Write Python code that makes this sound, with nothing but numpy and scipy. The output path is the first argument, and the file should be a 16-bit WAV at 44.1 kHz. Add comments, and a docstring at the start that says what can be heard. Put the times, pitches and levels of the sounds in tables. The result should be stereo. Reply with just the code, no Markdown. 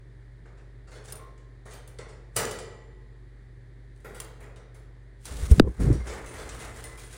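"""Cage bird passing a microphone

A hand unlatches and lowers the wire door of a cockatiel's cage in a humming room: knocks excite decaying
bar modes, and scrapes are grainy noise. The bird takes off and flies past the microphone: its feathers are
throbbing noise, its close wing strokes brief pressure swings, and one wing tip clips the microphone with a
snap and a falling thump. Then it flutters and scrabbles on wire further away."""
import sys
import numpy as np
from scipy import signal
from scipy.fft import rfft, irfft
from scipy.io import wavfile
from scipy.ndimage import uniform_filter1d

SR = 44100
rng = np.random.default_rng(int(sys.argv[2]) if len(sys.argv) > 2 else 0)


def materialize(psi):
    """Save the field psi as 16-bit PCM at rate SR to the path in sys.argv[1].

    A 1-D psi becomes a single channel; in a 2-D psi each row is a channel.
    """
    bounded = np.clip(np.atleast_2d(psi).T, -1, 1)
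    quanta = np.round(bounded * 32767).astype(np.int16)
    wavfile.write(sys.argv[1], SR, quanta)


N = 316197
TIME = np.arange(N) / SR

TIP_S = 5.5972  # moment a wing tip clips the microphone

# spectrum of the snap on the casing: pitch_hz [Hz], level_db [relative dB per Hz]
SNAP_SPECTRUM = [(200, -30), (600, -7), (900, -12), (1300, 6), (1900, -2.5), (2700, -4.5), (4800, -2.5),
                 (5900, -18), (9500, -16), (12000, -23), (16000, -29)]


def wing_tip(thump_db=-1.2, snap_db=-3.0, start_hz=560, fall_s=0.0032, late_s=0.00189,
             length_s=0.0078, spread_s=0.000705, bounce_s=.00093):
    """Impact and dispersion: a snap with its rebound, and a thump whose pitch plunges as pressure lets go."""
    t = TIME[:2048]
    hz = np.fft.rfftfreq(2048, 1 / SR)
    # the integral of start_hz / (1 + t / fall_s), slightly higher at the right port
    turns = start_hz * fall_s * np.log(1 + t / fall_s) * np.array([[1], [1.015]])
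    thump = -np.sin(2 * np.pi * turns) * np.exp(-(t / length_s) ** 3)
    # bending waves in the casing are dispersive: the treble arrives first
    phase_lag = 4 * np.pi * spread_s * np.sqrt(1000 * hz) * np.array([[1], [.94]])
    snap = irfft(amp(read(SNAP_SPECTRUM, hz)) * np.exp(-1j * phase_lag))[:, :512]
    snap *= amp(snap_db) / abs(snap).max()
    out = np.zeros((2, N))
    add(out, TIP_S, snap)
    add(out, TIP_S + bounce_s, -snap)
    add(out, TIP_S + late_s, amp(thump_db) * thump)
    return out


# gusts of single wing strokes: start_s [s], level_db [dB, gain of the swing], swing_hz [Hz], length_s [s]
STROKES = [(5.425, -20, 62, 0.028), (5.513, -1.5, 65, 0.033), (5.582, -15, 154, 0.015),
           (5.609, -13.5, 11, 0.032), (5.673, -25.5, 440, 0.0094), (5.674, -34.5, 1000, 0.012),
           (5.799, -21.5, 190, 0.018), (5.866, -14, 127.6, 0.033), (5.902, -15, 310, 0.011),
           (5.907, -12.5, 108, 0.028), (5.954, -26, 310, 0.01)]


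def gusts(skew=0.49, rough_db=-24, lead_s=0.00036):
    """Near-field pressure: a close wing stroke sucks and pushes the diaphragm, the right port leading."""
    out = np.zeros((2, N))
    for start_s, level_db, swing_hz, length_s in STROKES:
        t = np.arange(0, length_s, 1 / SR)
        push = np.sin(np.pi * (t / length_s) ** abs(skew))  # rises faster than it falls
        eddies = noise(EDDY_SPECTRUM, size=SR)[:, :len(t)]
        swing = np.sin(2 * np.pi * swing_hz * (t + np.array([[0], [lead_s]])))
        add(out, start_s, amp(level_db) * push * (amp(rough_db) * eddies - swing))
    return out


# spectra of slow and of small-scale turbulence: pitch_hz [Hz], level_db [relative dB per Hz]
RUMBLE_SPECTRUM = [(15, -18), (35, -12.5), (58, 11.5), (90, -7), (140, -8.5), (250, -61), (600, -86)]
EDDY_SPECTRUM = [(60, -3), (150, 12.5), (280, 5), (450, 2), (700, -17.5), (1200, -23), (3000, -71)]
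# wakes at the microphone when the bird is close: start_s [s], hold_s [s],
# rumble_db [dB before trim], eddies_db [dB before trim], rumble_fade [dB per s]
CLOSE_WAKES = [(5.315, 0.26, -33, -47, 120), (5.5, .1, -30, -36, 150), (5.614, 0.079, -26, -32, 330),
               (5.803, 0.11, -20.5, -26.5, 85)]
WAKE_RISE_S, EDDY_FADE_RATIO = 0.0079, 2.03  # small eddies die faster than the rumble
FAR_WAKE_DB = 0.5  # rumble relative to the whoosh column of a flutter


def draught(rumble_db=-2, eddies_db=-2):
    """Turbulence: the wake of the wings tumbles over the microphone; distant flutters only stir it."""
    slow = amp(FAR_WAKE_DB) * flutter(axis=3, fade=WHOOSH_FADE_DB_PER_S)
    quick = 0
    for start, hold, low_db, eddy_db, fade in CLOSE_WAKES:
        slow = np.maximum(slow, amp(low_db) * swell(start, hold, WAKE_RISE_S, fade))
        quick = np.maximum(quick, amp(eddy_db) * swell(start, hold, WAKE_RISE_S, fade * EDDY_FADE_RATIO))
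    rumble = steady(noise(RUMBLE_SPECTRUM, size=N), size=1800) * slow
    eddies = steady(noise(EDDY_SPECTRUM, size=N), size=900) * quick
    return amp(rumble_db) * rumble + amp(eddies_db) * eddies


# spectra of brushing feathers and of fanned air: pitch_hz [Hz], level_db [relative dB per Hz]
SWISH_SPECTRUM = [(1180, -26), (2000, -11), (2760, -7.5), (3400, -6.5), (5350, -8), (9410, -3),
                  (12300, -19.5), (14900, -14), (16000, -16)]
WHOOSH_SPECTRUM = [(120, -3.5), (300, 2.5), (430, 4), (700, 0), (1000, -2), (1400, -1), (2100, -2.5),
                   (2700, -18), (5000, -86)]
BEATS_PER_S = 12.5
TAKEOFF_SWISH_DB, TAKEOFF_WHOOSH_DB = -45, -48  # before trim
SWISH_FADE_DB_PER_S, WHOOSH_FADE_DB_PER_S = 80, 38
TAKEOFF_S, WHOOSH_LAG_S = 5.254, 0.027


def feathers(swish_db=-2, whoosh_db=-1, beat_db=0.9, grain_db=2.0, uneven_db=1.45):
    """Amplitude modulation: swish and whoosh throb with the wingbeat; barbs catching make the swish grainy."""
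    beat = beat_db * np.cos(2 * np.pi * BEATS_PER_S * (TIME - TIP_S))
    grain = grain_db * unit(uniform_filter1d(rng.standard_normal(N), size=90))
    brushing = flutter(axis=2, fade=SWISH_FADE_DB_PER_S)
    brushing = brushing + amp(TAKEOFF_SWISH_DB) * takeoff(TAKEOFF_S)
    fanning = flutter(axis=3, fade=WHOOSH_FADE_DB_PER_S)
    fanning = fanning + amp(TAKEOFF_WHOOSH_DB) * takeoff(TAKEOFF_S + WHOOSH_LAG_S)
    swish = noise(SWISH_SPECTRUM, size=N) * brushing * amp(swish_db + grain)
    whoosh = noise(WHOOSH_SPECTRUM, size=N) * fanning * amp(whoosh_db)
    # no two flaps are alike
    wander = uniform_filter1d(uniform_filter1d(rng.standard_normal(N), size=700), size=200)
    return (swish + whoosh) * amp(beat + uneven_db * unit(wander))


OPENING_S, PASSED_DB_PER_S = 0.017, 1500  # rise as the wings open, fade once the bird has passed


def takeoff(start):
    """Envelope of a source in flight: gain from the cage door to the microphone."""
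    return swell(start, TIP_S - start, OPENING_S, PASSED_DB_PER_S)


# bouts of fluttering against the bars: start_s [s], hold_s [s],
# swish_db [dB before trim], whoosh_db [dB before trim]
FLUTTER_BOUTS = [(4.1, .13, -63, -63), (5.679, .1, -62, -57), (5.806, 0.044, -49, -43.5),
                 (6.071, 0.067, -49, -41.5), (6.345, 0.066, -47.5, -42.5), (6.491, 0.16, -49.5, -45),
                 (6.746, .12, -50.5, -47.5), (7.004, .03, -50, -57), (7.115, 0.056, -50.5, -61)]
FLUTTER_RISE_S = 0.023


def flutter(axis, fade):
    """Masking of overlapping bouts: the strongest one sets the gain, from one of their level columns."""
    bouts = [amp(row[axis]) * swell(row[0], row[1], FLUTTER_RISE_S, fade) for row in FLUTTER_BOUTS]
    return np.max(bouts, axis=0)


# spectra of the bright clatter and of the low tray: pitch_hz [Hz], level_db [relative dB per Hz]
CLATTER_SPECTRUM = [(300, -20), (1200, -3), (2500, -6), (4000, -4), (5300, -4), (7000, -1.5), (9500, 1.5),
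                    (10500, -4.5), (11500, -26), (13000, -17.5), (14500, -14.5), (16000, -13)]
TRAY_SPECTRUM = [(40, -31.5), (90, -5), (200, -11), (300, -14), (430, -0.5), (650, -9), (950, -13),
                 (1300, -11), (2000, -14.5), (3000, -29), (8000, -45)]
# strongest modes of the bars: pitch_hz [Hz, before detuning], level_db [relative dB], t60_s [s]
WIRE_MODES = [(368, -5, 2.73), (452, 6, 1.4), (618, 0, .9), (703, -2.5, 1.1), (872, -4, 1.67),
              (1045, -10, 2.03), (1254, -7.5, 0.61), (1500, -23.5, 1.2), (1933, -4.5, 1.67),
              (2345, -7.5, 1.15), (7060, -10.5, .45), (7500, -11.5, 0.77)]
# knocks on the cage wires: start_s [s], clatter_db [dB gain], tray_db [dB gain], tick_db [dB gain],
# hardness_db [dB of extra top treble]
CAGE_KNOCKS = [(.453, -64, -54, -80, -18), (.572, -63.5, -61, -85, -18), (.872, -57, -55.5, -80, -15),
               (.915, -51.5, -50.5, -75, -22), (.95, -53, -50, -78, -4), (1.075, -47.5, -50.5, -56, -9),
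               (1.123, -58, -50, -39.5, 13), (1.155, -57, -59, -46, 13), (1.19, -72, -55, -75, -5),
               (1.377, -64, -68, -58, -12), (1.655, -52.5, -47.5, -57, -2), (1.711, -50, -55, -49, 0),
               (1.733, -50, -52, -45, 2), (1.876, -60, -58, -52.5, 13.5), (1.987, -47, -43, -38.5, -14.5),
               (2.086, -53.5, -55, -59, -10), (2.361, -30.5, -33, -36, 11.5), (2.365, -27, -30.5, -21, 7.5),
               (2.395, -48, -33, -50, -3.5), (2.452, -50, -56, -29.5, -7), (2.511, -42, -52, -32, 5),
               (2.588, -45.5, -63, -37, -4.5), (4.045, -56, -41.5, -57, 11.5),
               (4.147, -49.5, -50.5, -48.5, 10), (4.2016, -47, -49.5, -31.5, 9.5),
               (4.405, -61, -52, -57, 10), (4.428, -61, -51, -62, 0), (4.561, -56.5, -53, -49, -9.5),
               (4.745, -61.5, -57, -60, 6.5), (5.255, -47, -69, -34, 6), (5.285, -56, -50, -55, -4),
               (5.514, -60, -54, -33.5, 11), (5.8, -45, -58, -49, 4), (5.928, -46, -62, -44, -2),
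               (6.069, -40.5, -52, -55, -14), (6.095, -45, -40, -54, -5.5), (6.26, -47, -60, -45, 3),
               (6.38, -42.5, -45, -50, -10), (6.491, -42.5, -54, -36.5, -10), (6.6, -43, -46, -47, -4),
               (6.84, -48.5, -57, -39, 6.5), (6.975, -48, -60, -49, 6)]


def cage(wires_db=-19, bars_db=-4, wash_db=-3, tick_s=0.0037, chatter_db=-8, chatter_s=.03,
         detune=0.0101, left_db=0.84):
    """Modal excitation: a knock is a tick with chatter, a clatter of bars, a tray boom and singing wires."""
    out, t = np.zeros((2, N)), TIME[:SR]
    hz, mode_db, t60 = np.transpose(WIRE_MODES)[:, :, None]
    fading = (amp(mode_db) * np.exp(-np.log(1000) / t60 * t)).astype(np.float32)
    build_s = .0035
    spots = []  # struck places, used in turn
    for _ in range(13):
        bars = many_bars() * (1 - np.exp(-t / build_s))
        wash = ringing(CLATTER_SPECTRUM, rise=build_s)
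        spots.append(amp(bars_db) * bars + amp(wash_db) * wash)
    for k, (start_s, clatter_db, tray_db, tick_db, hard_db) in enumerate(CAGE_KNOCKS + touches()):
        pitch = hz * (1 + detune * rng.standard_normal(hz.shape))  # no two bars are quite alike
        signs = rng.choice([-1., 1.], len(WIRE_MODES))
        wires = signs @ (fading * np.sin((2 * np.pi * pitch * t).astype(np.float32)))
        # loose wires touch again at chance moments after the first contact
        contacts = (rng.random(SR) < 110 / SR) * rng.random(SR) * amp(chatter_db) * np.exp(-t / chatter_s)
        contacts[0] = 1
        tick_gain = signal.lfilter([1], [1, -np.exp(-1 / (tick_s * SR))], contacts)
        tick = noise(CLATTER_SPECTRUM, size=SR) * tick_gain
        clatter = spots[k % len(spots)] + amp(wires_db) * wires
        tray = amp([[left_db], [-left_db]]) * ringing(TRAY_SPECTRUM, rise=0.0026)
        knock = amp(clatter_db) * clatter + amp(tray_db) * tray + amp(tick_db) * tick
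        add(out, start_s, contact_colour(knock, hard_db))
    return out


# light touches of claws and latch, in dB above the level of the movement along the bars
TOUCH_DB, TOUCH_TRAY_DB, TOUCH_TICK_DB, TOUCH_HARD_DB, TOUCH_SPREAD_DB = -8, -11.5, -3, 3, 4.5


def touches(count=2):
    """Random contact: each flutter and each slide of the latch taps the wires at a few chance moments."""
    rows = []
    for start, hold, db, *_ in FLUTTER_BOUTS + SCRAPE_SLIDES:
        for k in range(count):
            start_s = start + hold * (k + rng.random()) / count
            size = db + TOUCH_SPREAD_DB * rng.standard_normal()
            rows.append((start_s, size + TOUCH_DB, size + TOUCH_TRAY_DB, size + TOUCH_TICK_DB, TOUCH_HARD_DB))
    return rows


# decay of undamped bars: pitch_hz [Hz], t60_s [s]
BAR_DECAY = [(300, 1.2), (1000, 0.93), (2500, 0.99), (5000, 0.72), (9000, 0.45), (15000, 0.24)]


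def many_bars(count=170, apart=0.8):
    """Modal synthesis: a blow shakes its own handful of bar modes; high ones reach the ports out of step."""
    t = TIME[:SR].astype(np.float32)
    hz = 400 + 15000 * rng.random(count) ** 1.2
    decay_rate = (np.log(1000) / read(BAR_DECAY, hz)).astype(np.float32)[:, None]
    decay = np.exp(-decay_rate * t)
    angle = (2 * np.pi * hz).astype(np.float32)[:, None] * t
    port_shift = apart * np.sqrt(hz / 2000) * rng.standard_normal((2, count))
    phase = 2 * np.pi * rng.random(count) + port_shift
    size = amp(read(CLATTER_SPECTRUM, hz)) * (1 + rng.random(count))
    sine_part = (size * np.cos(phase)).astype(np.float32)
    cosine_part = (size * np.sin(phase)).astype(np.float32)
    modes = sine_part @ (decay * np.sin(angle)) + cosine_part @ (decay * np.cos(angle))
    return modes / np.sqrt(count)


# how long cage and room ring after a knock: pitch_hz [Hz], t60_s [s]
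RING_DECAY = [(100, 1), (450, 1), (1000, 0.86), (2500, 0.58), (5000, 0.48), (9000, 0.19), (15000, 0.35)]


def ringing(spectrum, rise):
    """Diffuse reverberation: a dense noise tail with its own decay time at each frequency."""
    hz, t, z = signal.stft(noise(spectrum, size=SR), SR, nperseg=256)
    decay = amp(-60 * t / read(RING_DECAY, hz)[:, None])
    tail = signal.istft(z * decay, SR, nperseg=256)[1][:, :SR]
    return tail * (1 - np.exp(-TIME[:SR] / rise))


# where hardness acts: pitch_hz [Hz], share [0 to 1]
HARDNESS_SHARE = [(7000, 0.018), (10000, 0.57), (11500, 1)]


def contact_colour(x, hard_db, ripple_db=3.5):
    """Contact stiffness: hard contacts reach higher, and each blow favours its own groups of modes."""
    hz = np.fft.rfftfreq(x.shape[1], 1 / SR)
    ripple = unit(uniform_filter1d(uniform_filter1d(rng.standard_normal(len(hz)), size=150), size=110))
    db = hard_db * read(HARDNESS_SHARE, hz) + ripple_db * ripple * np.clip(hz / 2000, 0, 1)
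    log_gain = np.log(amp(np.r_[db, db[-2:0:-1]]))
    causal = np.exp(np.conj(signal.hilbert(log_gain)))[:len(hz)]  # minimum phase
    return irfft(rfft(x) * causal, x.shape[1])


# single bars twanged by a finger or a claw: start_s [s], pitch_hz [Hz], level_db [dB], t60_s [s]
BAR_TWANGS = [(1.185, 1060, -51, 0.9), (1.185, 1133, -52, 0.46), (1.155, 9550, -45, 0.14),
              (1.733, 14600, -54, 0.19), (2.364, 7200, -42, 0.85), (6.0, 2100, -54.5, 1.4),
              (6.26, 2050, -56, 1.9), (6.28, 9100, -48, 0.34), (6.6, 2040, -52, 0.91),
              (6.84, 2014, -50.5, 1.2), (6.84, 9140, -44.5, 0.3), (6.85, 1038, -60, 2.2),
              (7.04, 9530, -52, 0.26)]


def twangs(split=0.0044, twin=.5):
    """Beating: a bar swings in two planes at slightly different pitches."""
    out, t = np.zeros((2, N)), TIME[:SR]
    for start_s, hz, level_db, t60 in BAR_TWANGS:
        phase = 2 * np.pi * rng.random((2, 1))
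        first_plane = np.sin(2 * np.pi * hz * t)
        second_plane = twin * np.sin(2 * np.pi * hz * (1 + split) * t + phase)
        envelope = amp(level_db - 60 * t / t60) * (1 - np.exp(-t / .002))
        add(out, start_s, (first_plane + second_plane) * envelope)
    return out


# fingers and latch sliding along the bars: start_s [s], hold_s [s], level_db [dB before trim]
SCRAPE_SLIDES = [(0.912, 0.032, -59), (1.056, 0.052, -50), (1.685, .06, -60), (2.362, 0.016, -49.5),
                 (3.967, 0.044, -71)]
SCRAPE_RISE_S, SCRAPE_FADE_DB_PER_S = 0.01185, 300


def scrapes(scrape_db=-1, grain_db=4.5):
    """Stick-slip friction: wire drags on wire in small uneven slips."""
    slips = unit(uniform_filter1d(rng.standard_normal(N), size=130))
    drag = sum(amp(db) * swell(start, hold, SCRAPE_RISE_S, SCRAPE_FADE_DB_PER_S)
               for start, hold, db in SCRAPE_SLIDES)
    return noise(CLATTER_SPECTRUM, size=N) * drag * unit(amp(grain_db * slips)) * amp(scrape_db)


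# spectrum of the ventilation: pitch_hz [Hz], level_db [relative dB per Hz]
AIR_SPECTRUM = [(20, -27.5), (40, 3.5), (100, 9), (140, 5.5), (175, -4.5), (380, -2), (700, -14.5),
                (1400, -18), (1850, -9), (2250, -18.5), (2700, -29), (3700, -23.5), (4800, -27.5),
                (5400, -33), (9800, -33), (12000, -48)]
AIR_DB = -60  # level of the air above 160 Hz
# hums of appliances: pitch_hz [Hz, mean], level_db [dB rms before wavering]
APPLIANCE_HUMS = [(49.2, -49), (120.1, -53), (308, -81), (393, -70.5)]


def room(waver=0.088):
    """Stationary background: ventilation noise and gently wavering hums."""
    air = noise(AIR_SPECTRUM, size=N)
    above_hum = signal.sosfilt(signal.butter(4, 160, "high", fs=SR, output="sos"), air)
    out = air / above_hum.std() * amp(AIR_DB)
    for hz, db in APPLIANCE_HUMS:
        # slow noise moves the level and the phase
        level, drift = noise([(1, 0), (4, -10), (12, -50), (100, -120)], size=N)
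        tone = np.sin(2 * np.pi * hz * TIME + 2 * waver * drift)
        out = out + amp(db) * np.sqrt(2) * (1 + waver * level) * tone
    return out


# likeness of the left and right ports: pitch_hz [Hz], correlation [0 to 1]
PORT_LIKENESS = [(50, 1), (300, 0.91), (1000, 0.39), (2500, 0.76), (5000, 0.29), (12000, .05)]


def noise(spectrum, size):
    """Spatial coherence: coloured noise of rms 1 at two ports, most alike in the bass."""
    hz = np.fft.rfftfreq(size, 1 / SR)
    a, b = rfft(rng.standard_normal((2, size)))
    same = np.clip(read(PORT_LIKENESS, hz), -1, 1)
    mid, side = a * np.sqrt(1 + same), b * np.sqrt(1 - same)
    return unit(irfft(np.array([mid + side, mid - side]) * amp(read(spectrum, hz)), size))


def swell(start, hold, rise, fade):
    """Exponential envelope: gain grows up to the start, holds, then fades at so many dB per second."""
    early = np.maximum(start - TIME, 0)
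    late = np.maximum(TIME - start - hold, 0)
    return np.exp(-np.minimum(early / rise + late * fade * np.log(10) / 20, 30))


def steady(x, size):
    """Level normalisation: takes the slow swells out of a noise."""
    return x / np.sqrt(uniform_filter1d((x ** 2).mean(0), size) + 1e-6)


def amp(db):
    """Logarithmic level: decibels to gain."""
    return 10 ** (np.asarray(db) / 20)


def unit(x):
    """Effective value: scales to rms 1."""
    return x / np.sqrt(np.mean(x ** 2) + 1e-20)


def read(points, hz):
    """Logarithmic pitch: reads a table on a log-frequency axis."""
    f, value = np.transpose(points)
    return np.interp(np.log(hz + 1), np.log(f + 1), value)


def add(mix, s, sound):
    """Superposition: mixes a sound in at time s."""
    part = mix[:, round(s * SR):][:, :sound.shape[-1]]
    part += sound[..., :part.shape[1]]


def scene():
    """Superposition of bird, cage and room."""
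    bird = wing_tip() + gusts() + draught() + feathers()
    return bird + cage() + twangs() + scrapes() + room()


EDGE_HZ = 15950  # band limit


def record(dry):
    """Clipping and band limiting: a ceiling just under full scale, then a low-pass filter."""
    held = np.clip(dry, -.95, .95)
    low_pass = signal.firwin(511, EDGE_HZ, window=("kaiser", 9), fs=SR)
    return signal.oaconvolve(held, low_pass[None], "same")


dry = scene()
out = record(dry)
materialize(out)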